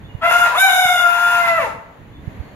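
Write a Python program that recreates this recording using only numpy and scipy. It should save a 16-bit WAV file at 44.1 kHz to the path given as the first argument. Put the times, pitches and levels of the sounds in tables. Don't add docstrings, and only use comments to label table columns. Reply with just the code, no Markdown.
import sys
import numpy as np
from scipy import signal
from scipy.fft import rfft, irfft, next_fast_len
from scipy.io import wavfile
from scipy.ndimage import uniform_filter1d, minimum_filter1d, map_coordinates

SR = 44100
rng = np.random.default_rng(int(sys.argv[2]) if len(sys.argv) > 2 else 0)


def dump_mix(stems):
    frames = np.atleast_2d(stems).T
    limited = np.clip(frames, -1, 1)
    pcm = np.round(limited * 32767).astype(np.int16)
    wavfile.write(sys.argv[1], SR, pcm)


N = 112454


def amp(db):
    return 10 ** (np.asarray(db) / 20)


def unit_rms(x):
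    return x / np.sqrt(np.mean(x ** 2) + 1e-20)


def at_hz(points, hz):
    freqs, values = np.transpose(points)
    return np.interp(np.log(hz + 1), np.log(freqs + 1), values)


def curves(rows):
    time_s, *columns = np.transpose(rows)
    return [np.interp(np.arange(N) / SR, time_s, column) for column in columns]


def wobble(knots_per_s):
    return map_coordinates(rng.standard_normal(N // 8), [np.arange(N) * knots_per_s / SR], mode="wrap")


def filtered(x, response):
    n = x.shape[-1]
    padded = next_fast_len(n + 8192)
    return irfft(rfft(x, padded) * response(np.fft.rfftfreq(padded, 1 / SR)), padded)[..., :n]


def coloured(x, spectrum):
    return unit_rms(filtered(x, lambda hz: amp(at_hz(spectrum, hz))))


def noise_pair(correlation):
    def mid_side_gains(hz):
        angle = np.arccos(np.clip(at_hz(correlation, hz), -1, 1)) / 2
        return np.array([np.cos(angle), np.sin(angle)])
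    mid, side = filtered(rng.standard_normal((2, N)), mid_side_gains)
    return np.array([mid + side, mid - side])


def rumble(trim_db=5, lumps_db=2, left_db=-2):
    # time_s, relative_db
    envelope = [(0, -42.5), (.2, -45), (.7, -53), (1.3, -53.5), (1.66, -43.5), (1.9, -51.5), (2.17, -41),
                (2.55, -46)]
    # freq_hz, gain_db
    spectrum = [(13, -34), (22, -6.5), (103, -1), (156, -4), (289, -8), (412, -22.5), (433, -12.5),
                (450, -52), (580, -71), (990, -120)]
    level_db, = curves(envelope)
    noise = coloured(noise_pair([(40, 0.41), (200, 0.92)]), spectrum)
    return noise * amp(level_db + trim_db + lumps_db * wobble(24.35)) * amp([[left_db], [0]])


def rustle():
    # time_s, level_db
    envelope = [(0, -46.5), (.11, -47), (.2, -45.5), (2.0, -47.5), (2.2, -48), (2.3, -43), (2.55, -44.5)]
    # freq_hz, gain_db
    spectrum = [(250, -5.5), (460, 2), (1000, -2), (1300, -8), (1900, -4.5), (2700, -12.5), (3200, -15.5),
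                (4400, -22.5), (5300, -33), (6800, -23), (8500, -42), (11200, -27), (15500, -36)]
    level_db, = curves(envelope)
    return coloured(noise_pair([(500, 0.39), (2000, 0.078)]), spectrum) * amp(level_db)


def peeps(fall_hz_per_s=500, waver_hz=20):
    # centre_s, pitch_hz, length_s, level_db
    calls = [(0.048, 3547, 0.027, -50), (0.11, 2880, 0.036, -45), (2.162, 3530, .08, -55.5),
             (2.437, 4390, .1, -63)]
    t = np.arange(N) / SR
    out = np.zeros(N)
    for centre_s, pitch_hz, length_s, level_db in calls:
        hz = pitch_hz - fall_hz_per_s * (t - centre_s) + waver_hz * wobble(92)
        envelope = amp(level_db) * np.exp(-(2 * (t - centre_s) / length_s) ** 2)
        out += envelope * np.sin(2 * np.pi * np.cumsum(hz) / SR)
    return out


def bumps(left_db=-26):
    # centre_s, level_db, pitch_hz, sigma_s, signed_gain
    knocks = [(.1523, -12, 93.5, 0.0033, -0.91), (0.857, -21.5, 135, 0.0021, -1.2),
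              (2.2773, -16.5, 125, 0.0016, 0.98), (2.2809, -14.5, 85, 0.0024, -1.3),
              (2.406, -15, 70, 0.0065, -0.95)]
    t = np.arange(N) / SR
    out = np.zeros(N)
    for centre_s, level_db, pitch_hz, sigma_s, signed_gain in knocks:
        envelope = amp(level_db) * np.exp(-((t - centre_s) / sigma_s) ** 2 / 2)
        out += signed_gain * envelope * np.cos(2 * np.pi * pitch_hz * (t - centre_s))
    return out * amp([[left_db], [0]])


def syrinx_hz(t, roughness, silent_s):
    # time_s, pitch_hz
    melody = [(.22, 647.4), (.255, 680.2), (.31, 702.9), (.36, 705.3), (.44, 697.8), (.56, 724.7),
              (.61, 769), (.645, 773.3), (.695, 728.5), (.81, 740.6), (.89, 714.4), (1.01, 710),
              (1.07, 693.6), (1.28, 701.5), (1.41, 694.2), (1.57, 661.6)]
    warble_hz, chaos_s, chaos_width_s = 40.85, .485, .03445
    break_s, fall_s, rise_s = .535, .045, .028
    collapse_s, collapse_hz_per_s = 1.572, 2500
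    held_hz, = curves(melody)
    dip = .33 * np.exp(-((t - break_s) / np.where(t < break_s, fall_s, rise_s)) ** 2)
    slack = collapse_hz_per_s * np.clip(t - collapse_s, 0, silent_s - collapse_s) / held_hz
    warble = np.sin(2 * np.pi * np.cumsum(warble_hz * (1 + .1515 * wobble(20))) / SR)
    tremble = roughness * (.016 * warble + .0092 * wobble(160))
    chaos = .0876 * np.exp(-((t - chaos_s) / chaos_width_s) ** 2)
    jitter = (.01045 * roughness + chaos + .072 * slack) * wobble(600)
    return held_hz * (1 - dip - slack) * (1 + tremble + jitter)


def rooster(start_s=.2106, attack_s=.017, end_s=1.655, release_s=.03):
    # time_s, roughness, treble_hiss_share
    unsteadiness = [(.22, 0.57, 0.9), (.34, 0.92, 0.64), (.42, 0.1, 1), (.48, 0.75, 1), (.56, 0.62, 0.25),
                    (.635, 0.21, 0), (.69, 1.03, 0.5), (.98, 0.89, 0.06), (1.07, 0.26, .9),
                    (1.5, 0.13, 0.5), (1.64, 0.88, 0.3)]
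    # time_s, h1_db to h5_db, treble_db, rasp_db
    levels = [
        [(0.222, -26.5, -25, -38, -57, -43, -59, -28.5), (0.242, -14.5, -17, -23, -33, -40, -42, -24.5),
         (0.288, -13, -16, -25, -34.5, -45, -37, -28.5), (0.316, -20.5, -19, -37, -35, -42, -29.5, -19.5),
         (0.368, -11.5, -10.5, -30, -38, -42, -33, -25), (0.386, -21, -33, -30, -30, -41, -33.5, -28),
         (0.422, -16, -5, -31, -27, -37, -28, -25), (0.47, -21, -27.5, -28, -60, -56, -60, -20.5),
         (0.53, -46.5, -26, -56, -53, -58, -47, -34.5)],
        [(0.56, -23.5, -17.5, -40, -38, -42, -38, -22.5), (0.588, -11.5, -24.5, -22, -39, -20, -27, -36),
         (0.602, -30, -14, -31, -33, -35, -19.5, -29), (0.632, -12, -3.5, -15, -38, -26, -22.5, -39),
         (0.656, -7, -10.5, -25, -28.5, -28.5, -33.5, -33), (0.68, -21, -18.5, -23, -36.5, -29.5, -32, -29.5),
         (0.726, -16.5, -22.5, -31, -38, -30.5, -28, -32), (0.782, -16, -20.5, -24, -40.5, -30, -29, -40.5),
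         (1.01, -18.5, -16, -28.5, -35.5, -34, -34.5, -32.5)],
        [(1.05, -17.5, -12.5, -38, -42, -52, -39, -29.5), (1.294, -26, -21.5, -51, -36.5, -41, -35.5, -25.5),
         (1.388, -18.5, -18.5, -40, -33.5, -68, -37.5, -25.5), (1.402, -17, -12, -27.5, -51, -50, -41.5, -32.5),
         (1.482, -19, -25, -21.5, -43, -63, -38, -22.5), (1.524, -11, -24, -26, -35.5, -61, -53, -36.5),
         (1.558, -18, -18.5, -21, -41, -55, -44, -32.5), (1.624, -23.5, -27.5, -37, -35.5, -37, -46, -29),
         (1.655, -32.5, -24, -32.5, -40, -56, -48, -36)],
    ]
    trims_db = [-5, -0.5, 0.5, 3.5, 3.5]
    # freq_hz, gain_db
    treble_spectrum = [(4300, -53), (4750, -1.5), (5100, 0), (5600, -6), (6100, -4.5), (7000, 0),
                       (7800, -8.5), (9700, -5.5), (10600, 5), (11500, 6.5), (12300, -1), (13000, 1),
                       (13600, -10), (14500, -5), (15500, -13)]
    # pitch_multiple, over_rasp_db
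    half_tones = [(1.5, -8.5), (2.5, -18.5), (3.5, -28)]
    # freq_hz, gain_db
    throat = [(250, -28), (480, -18.5), (620, -16), (820, -6.5), (980, 3.5), (1170, -11), (1450, 0),
              (1800, -3), (2200, -11.5), (2520, -4.5), (3100, -17.5), (3600, -16.5), (4400, -24.5),
              (6000, -37.5)]
    shimmer_db, treble_trim_db, throat_trim_db = 2.3, -4.5, .5
    top_harmonic, slip_hz = 22, 55.5
    t = np.arange(N) / SR
    roughness, hiss_share = np.clip(curves(unsteadiness), 0, 1)
    *harmonics_db, treble_db, rasp_db = curves(np.vstack(levels))
    hz = syrinx_hz(t, roughness, end_s + release_s)
    phase = 2 * np.pi * np.cumsum(hz) / SR

    def harmonic(k):
        wave = np.sqrt(2) * np.sin(k * phase + rng.uniform(0, 2 * np.pi))
        return wave * amp(shimmer_db * roughness * wobble(170))

    def puffs(spectrum):
        return coloured((1 + np.cos(phase)) ** 2 * rng.standard_normal(N), spectrum)

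    tone = sum(amp(db + trims_db[i]) * harmonic(i + 1) for i, db in enumerate(harmonics_db))
    upper = sum(amp(at_hz(treble_spectrum, k * hz)) * harmonic(k) for k in range(6, top_harmonic + 1))
    treble = np.sqrt(1 - hiss_share) * unit_rms(upper) + np.sqrt(hiss_share) * puffs(treble_spectrum)
    slip = 2 * np.pi * np.cumsum(slip_hz * wobble(200)) / SR
    halves = sum(amp(db) * np.sqrt(2) * np.sin(k * phase + slip) for k, db in half_tones)
    rasp = halves + amp(throat_trim_db) * puffs(throat)
    gate = np.clip((t - start_s) / attack_s, 0, 1) * np.clip(1 - (t - end_s) / release_s, 0, 1)
    return gate * (tone + amp(treble_db + treble_trim_db) * treble + amp(rasp_db) * rasp)


def yard(x, walls=8, walls_db=-7.5, build_s=.0072, left_lead_s=.00011):
    # freq_hz, correlation
    likeness = [(300, 1), (700, 0.19), (1500, 0), (5000, 0)]
    # freq_hz, t60_s
    decay = [(200, 0.44), (1000, 0.68), (3000, 0.46), (7000, 0.42), (14000, 0.32)]
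    # freq_hz, over_direct_db
    tail_spectrum = [(500, -3.5), (1400, -6.5), (3000, -2.5), (7000, 6), (14000, 1)]
    # freq_hz, left_minus_right_db
    balance = [(700, 4), (1400, 4), (2200, -2.5), (3700, 1.5), (6500, 11.5), (9000, 1), (14000, -9.5)]
    hz, t, noise = signal.stft(noise_pair(likeness)[:, :SR], SR, nperseg=256)
    envelope = amp(-60 * t / at_hz(decay, hz)[:, None]) * (1 - np.exp(-t / build_s))
    tail = signal.istft(noise * envelope, SR, nperseg=256)[1]
    impulse = filtered(tail / np.linalg.norm(tail[0]), lambda f: amp(at_hz(tail_spectrum, f)))
    for delay_s, skew_s, gain in rng.uniform([.002, -.0003, -1], [.025, .0003, 1], (walls, 3)):
        for side, arrival_s in enumerate([delay_s - skew_s, delay_s + skew_s]):
            impulse[side, int(arrival_s * SR)] += amp(walls_db) * gain * np.sqrt(2 / walls)
    sides = np.array([[.5], [-.5]])
    direct = filtered(x, lambda f: np.exp(2j * np.pi * f * left_lead_s * sides))
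    echoes = signal.fftconvolve(x[None], impulse, axes=1)[:, :N]
    return filtered(direct + echoes, lambda f: amp(at_hz(balance, f) * sides))


def scene():
    return yard(rooster() + peeps()) + bumps() + rumble() + rustle()


def record(dry):
    ceiling, hold_s, top_hz = .88, .02, 15650
    window = int(hold_s * SR)
    needed_gain = ceiling / np.maximum(np.abs(dry).max(axis=0), ceiling)
    gain = uniform_filter1d(minimum_filter1d(needed_gain, window), window)
    return filtered(dry * gain, lambda hz: hz < top_hz)


dry = scene()
out = record(dry)
dump_mix(out)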